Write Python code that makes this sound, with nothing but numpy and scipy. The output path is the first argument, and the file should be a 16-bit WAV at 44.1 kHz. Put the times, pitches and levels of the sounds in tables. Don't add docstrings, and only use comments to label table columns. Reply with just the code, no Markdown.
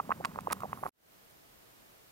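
import sys
import numpy as np
from scipy import signal
from scipy.fft import rfft, irfft, next_fast_len
from scipy.io import wavfile
from scipy.ndimage import map_coordinates

SR = 44100
rng = np.random.default_rng(int(sys.argv[2]) if len(sys.argv) > 2 else 0)


def master_out(mix):
    frames = np.transpose(np.atleast_2d(mix))
    ceiling = np.clip(frames, -1, 1)
    pcm = np.round(ceiling * 32767).astype(np.int16)
    wavfile.write(sys.argv[1], SR, pcm)


def volts(x):
    e = np.asarray(x, float) / 20
    return 10 ** e


N = 93271
TIME = np.arange(N) / SR


def unit(x):
    return x / np.sqrt(np.mean(x ** 2) + 1e-20)


def along(points, hz):
    point_hz, value = np.transpose(points)
    return np.interp(np.log(hz + 1), np.log(point_hz + 1), value)


def wobble(rate):
    knots = rng.standard_normal(int(N * rate / SR) + 4)
    return map_coordinates(knots, [np.arange(N) * rate / SR])


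def filtered(x, response):
    size = next_fast_len(N + 8192)
    return irfft(rfft(x, size) * response(np.fft.rfftfreq(size, 1 / SR)), size)[..., :N]


def resonances(table):
    def response(f):
        return sum(volts(db) * 1j * f * width / (hz * hz - f * f + 1j * f * width) for hz, width, db in table)
    return response


def rush(spectrum, alike):
    def mid_side(hz):
        angle = np.arccos(np.clip(along(alike, hz), -1, 1)) / 2
        return volts(along(spectrum, hz)) * [np.cos(angle), np.sin(angle)]
    mid, side = filtered(rng.standard_normal((2, N)), mid_side)
    return np.array([mid + side, mid - side]) / np.sqrt(np.mean(mid ** 2 + side ** 2))


def place(s, shapes, k):
    at = np.round(s * SR).astype(int)[:, None] + k
    inside = (at >= 0) & (at < N)
    return np.bincount(at[inside], shapes[inside], N)


# (frequency [Hz], level [dB])
WHINE_TONES = [(13606, -77.5), (13667, -79.5)]


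def camera_whine():
    total = 0
    for hz, db in WHINE_TONES:
        level = volts(db + 4.0 + 0.8 * wobble(30))
        total = total + level * np.sin(2 * np.pi * hz * TIME + 0.61 * wobble(14))
    return total


# (frequency [Hz], level [dB])
LAKE_COLOUR = [(15, -37), (25, -7), (123, -4.5), (542, -5), (654, -3.5), (749, -6), (8050, -18.5),
               (13400, -16.5), (15800, -18)]
# (frequency [Hz], correlation)
LAKE_ALIKE = [(60, .77), (150, .5), (380, .35), (950, .45), (2400, .3), (6000, .03)]
# (frequency [Hz], lead [rad])
LAKE_LEAD = [(60, 0), (150, .9), (520, 2.5), (1500, 2.9), (6000, 2.6)]


def lake_air():
    def lead(hz):
        return np.exp(0.5j * along(LAKE_LEAD, hz) * np.array([[1], [-1]]))
    level = volts(-59.5 + 0.58 * wobble(3.3))
    pan_db = 0.5
    return level * filtered(rush(LAKE_COLOUR, LAKE_ALIKE), lead) * volts([[-pan_db], [pan_db]])


# (frequency [Hz], level [dB])
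BREEZE_COLOUR = [(15, -27.5), (30, -7.5), (100, 0.5), (400, -7.5), (900, -24), (3000, -62.5)]


def breeze():
    return volts(-67) * rush(BREEZE_COLOUR, [(60, 0.45)])


# (frequency [Hz], level [dB])
JET_COLOUR = [(500, -2.5), (2300, -2.5), (5000, -4), (11000, -5.5), (14000, -2.5), (16000, -6)]


def gas_jet():
    level = volts(-61 + 0.32 * wobble(4.0))
    return level * rush(JET_COLOUR, [(500, 0.19), (4000, 0.042)])


# (frequency [Hz], level [dB])
FLAME_COLOUR = [(20, -29.5), (45, -19.5), (110, -6.5), (150, -9), (200, -2.5), (330, -17), (1000, -17.5),
                (5000, -42.5)]


def flame():
    noise = unit(filtered(rng.standard_normal(N), lambda hz: volts(along(FLAME_COLOUR, hz))))
    sink_db = 1.5 * np.clip((TIME - 0.74) / 0.13, 0, 1)
    return volts(-53.5 + 1.33 * wobble(19.3) - sink_db) * noise


# (time [s], level [dB])
STEAM_SWELL = [
    (.70, -77),
    (.78, -71.5),
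    (.86, -67),
    (.9, -66.5),
]
# (frequency [Hz], width [Hz], level [dB])
STEAM_BANDS = [(10300, 370, 1), (11280, 760, 1), (12200, 340, -2)]


def steam_whistle():
    whistle = rng.standard_normal(N)
    for _ in range(2):
        whistle = filtered(whistle, resonances(STEAM_BANDS))
    return volts(np.interp(TIME, *np.transpose(STEAM_SWELL), left=-120)) * unit(whistle)


# (time [s], peak level [dB], length [s], tilt from dull to bright [dB])
FILM_TEARS = [(0.2493, -33.5, 0.0011, -12), (0.2537, -32.5, 0.0008, -2), (0.2552, -31, 0.00054, -2),
              (0.408, -45.5, .0015, 1), (0.4088, -43.5, 0.00065, 2), (0.499, -63.5, .0004, -2.5),
              (0.5124, -35.5, 0.00023, -0.5), (0.515, -53.5, 0.0042, -1), (0.5228, -33.5, 0.0032, 4),
              (0.526, -26.5, 0.0005, -6), (0.5276, -32.5, 0.00042, 13), (0.5298, -19.5, 0.00032, 4.5),
              (0.532, -35.5, 0.0011, 1), (0.6058, -41.5, .001, 3), (0.876, -47.5, 0.00087, -1),
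              (.152, -69, .001, 6), (1.301, -56, .001, 6), (1.3105, -55, 0.0013, 7.5)]
# (frequency [Hz], level [dB])
SPIT_COLOUR = [(900, -7), (2300, 2.5), (3300, -5), (5000, -3), (6300, -8), (9500, 0), (12500, -11.5),
               (16000, -9.5)]


def spits():
    s, db, length, tilt_db = np.transpose(FILM_TEARS)
    k = np.arange(-400, 500)
    u = k / SR / length[:, None]
    envelope = np.exp(-np.where(u < 0, 2 * u * u, u))
    suction_click = 2.74 * np.exp(-(k / 1.9) ** 2)
    spray = envelope * (rng.standard_normal((len(s), len(k))) - suction_click)
    dull = place(s, volts(db - 3.5 - tilt_db)[:, None] * spray, k)
    bright = place(s, volts(db - 3.5 + tilt_db)[:, None] * spray, k)

    def colour(hz):
        low = 1 / (1 + (hz / 6500) ** 4)
        return volts(along(SPIT_COLOUR, hz)) * [low, 1 - low]
    return filtered(np.array([dull, bright]), colour).sum(axis=0)


def pops(s, db, hz, cycles):
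    k = np.arange(-700, 700)
    turns = k / SR * hz[:, None]
    v = turns / np.atleast_1d(cycles)[:, None]
    bell = np.exp(-np.where(v < 0, v / 0.62, v) ** 2)
    glide = 0.063 * turns * turns / 2
    return place(s, volts(db)[:, None] * bell * np.cos(2 * np.pi * (turns + glide)), k)


# (time [s], peak level [dB], pitch [Hz])
STEAM_POCKETS = [(.01, -47, 195), (.078, -43, 212), (0.099, -43.5, 201), (0.119, -44, 213),
                 (.18, -48.5, 166), (0.211, -48.5, 150), (.25, -40.5, 207), (.29, -44, 193),
                 (0.301, -46, 192), (.34, -45, 183), (.39, -52, 98), (.417, -45.5, 169), (.449, -46, 230),
                 (.49, -51, 201), (.518, -42, 220), (.565, -48, 205.4), (0.614, -44.5, 170),
                 (.66, -46.5, 196), (.697, -45, 130), (.745, -48, 209), (.776, -47, 204.5),
                 (.815, -45.5, 191), (.866, -50, 203)]


def thumps():
    s, db, hz = np.transpose(STEAM_POCKETS)
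    return pops(s, db, hz, cycles=1.18)


def crowd(rate, hz, spread, cycles, db, tail_db):
    draw = rng.random((rate, 4))
    s = draw[:, 0]
    size_db = -tail_db * np.log(0.17 + draw[:, 1]) + 2 * wobble(14.0)[(s * SR).astype(int)]
    bell = np.sqrt(-2 * np.log(draw[:, 2])) * np.cos(2 * np.pi * draw[:, 3])
    return pops(s, db + size_db, hz * np.exp(spread * bell), cycles)


# (time [s], peak level [dB], pitch [Hz], width [cycles])
BUBBLE_BURSTS = [(0.0007, -20, 994, 1), (0.0031, -24.5, 1060, 1.28), (0.0068, -40.5, 1056, 2),
                 (0.0909, -47, 820, 0.4), (0.0945, -27, 724, 0.85), (0.1068, -21.5, 1010, 1.46),
                 (0.1122, -37, 1200, 0.55), (0.1163, -33, 1140, 0.79), (0.118, -17.5, 1210, 1.13),
                 (0.1226, -20.5, 1170, 0.59), (0.2038, -35, 495, 1.2), (0.2095, -33, 700, 1.54),
                 (0.2417, -44, 1160, 0.42), (0.2452, -39, 1260, 0.7), (0.249, -19.5, 1300, 0.72),
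                 (0.2533, -29, 990, 1.1), (0.2553, -29.5, 1080, 2.6), (0.3597, -30.5, 950, 0.87),
                 (0.377, -35.5, 450, 0.37), (0.3786, -43, 730, 0.8), (0.381, -42.5, 1100, 0.78),
                 (0.3866, -38, 1100, 0.72), (0.3889, -23.5, 1000, 0.86), (0.4728, -22, 900, 1.4),
                 (0.4762, -36, 1050, 0.97), (0.495, -43.5, 1480, 1.8), (0.5, -52, 1500, 1.1),
                 (0.5025, -30.5, 1560, 0.68),
                 (0.5085, -28, 960, 0.68), (0.5118, -29, 1100, 1.4), (0.5142, -31.5, 990, 1.0),
               (0.5173, -27, 974, 0.56), (0.5204, -34, 1057, 0.56), (0.5243, -32, 1130, 0.81),
               (0.5268, -24.5, 1050, 0.55), (0.53, -24.5, 1130, 2.37), (0.606, -37.5, 1080, 1.3),
               (0.6185, -47, 1010, 2.2), (0.6219, -36, 1140, 1.9), (0.6348, -25, 896, 0.98),
               (0.6376, -34.5, 693, 0.7), (0.6438, -34, 525, 0.93), (0.6508, -39, 1000, 1.0),
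               (0.6558, -33.5, 752, 1.8), (0.7307, -24.5, 990, 0.99), (0.7319, -52, 2740, 2.2),
               (0.775, -39.5, 1080, 1.5), (0.8309, -33, 640, 1.44), (0.8335, -40.5, 648, 1.2),
               (0.836, -24.5, 935, 0.99), (0.8387, -41.5, 900, 0.83), (0.851, -38, 905, 0.44),
               (0.8563, -32.5, 623, 0.8), (0.8587, -28.5, 815, 0.73), (0.863, -38, 910, 0.95),
               (0.8642, -23.5, 926, 0.76), (0.8659, -29, 1080, 1.2), (0.8736, -42, 1080, 1.3)]
# (time [s], pitch [Hz])
FAINT_BURSTS = [(0.055, 1100), (0.24, 320), (0.57, 1050), (0.79, 800), (0.51, 490), (.198, 430),
                (.217, 1100), (.2665, 860), (.294, 1070), (0.23, 1350), (.885, 640), (0.27, 690),
                (0.32, 1190), (.6963, 850), (0.94, 665), (0.89, 1200), (.316, 1260), (0.37, 420),
                (0.35, 1380), (.794, 970)]


def bursts():
    faint = [(s, -47.5, hz, 1) for s, hz in FAINT_BURSTS]
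    s, db, hz, width = np.transpose(BUBBLE_BURSTS + faint)
    width = np.clip(width, 0.3, 3)
    snap = pops(s, db - 17 - 7.5 * width, 2.045 * hz, cycles=1.4)
    late, size, pitch = rng.standard_normal((3, len(s)))
    brood_db = -41 + 0.43 * (db + 27.5) + 3 * size
    brood = pops(s + 0.006 * late, brood_db, hz * np.exp(0.25 * pitch), cycles=0.92)
    little = crowd(rate=290, hz=840, spread=0.32, cycles=0.7, db=-61, tail_db=3.5)
    heavy = crowd(rate=90, hz=390, spread=0.22, cycles=0.75, db=-59, tail_db=6)
    return pops(s, db, hz, width) + snap + brood + little + heavy


# (frequency [Hz], width [Hz], level [dB])
POT_AIR = [(1080, 89, 0.5), (1300, 86, -14.5), (1977, 120, -0.5), (2605, 290, 4)]


def boil():
    burst = bursts()
    return volts(-0.6) * burst + volts(-3.5) * filtered(burst, resonances(POT_AIR)) + thumps()


# (frequency [Hz], lead [rad])
POT_LEFT_LEAD = [(80, 0.24), (260, 0.84), (430, 1.22), (700, 1.34), (2000, 1.66), (4300, 1), (9000, -1.2),
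                 (15000, -1.4)]
# (frequency [Hz], level [dB])
POT_BALANCE = [(100, 0.5), (430, -2), (1000, -3.5), (1400, -4.5), (5000, -9), (9000, -6.5), (13000, -17.5)]


def ports(x):
    def sides(hz):
        left = volts(along(POT_BALANCE, hz) / 2) * np.exp(0.5j * along(POT_LEFT_LEAD, hz))
        return np.array([left, 1 / left])
    return 1.216 * filtered(x, sides)


def scene():
    across = ports(spits()) + camera_whine()
    stove = ports(boil() + flame() + steam_whistle()) + gas_jet() + breeze() + across
    lake = lake_air() + across
    cut_s, cut_len_s = 0.894, 0.0024
    stove_gain = np.clip((cut_s - TIME) / cut_len_s + 0.5, 0, 1)
    remnant = volts(-36) * (TIME < cut_s + 0.012)
    fade_s, fade_len_s, fade_bend = 0.91, 0.22, 1.55
    lake_gain = np.clip((TIME - fade_s) / fade_len_s, 0, 1) ** fade_bend
    return stove * (stove_gain + remnant * (1 - stove_gain)) + lake * lake_gain


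def roll_off(x):
    return signal.sosfilt(signal.butter(12, 15900, fs=SR, output="sos"), x)


def record(dry):
    mix = filtered(dry, lambda hz: hz < 15900)
    return roll_off(mix)


dry = scene()
out = record(dry)
master_out(out)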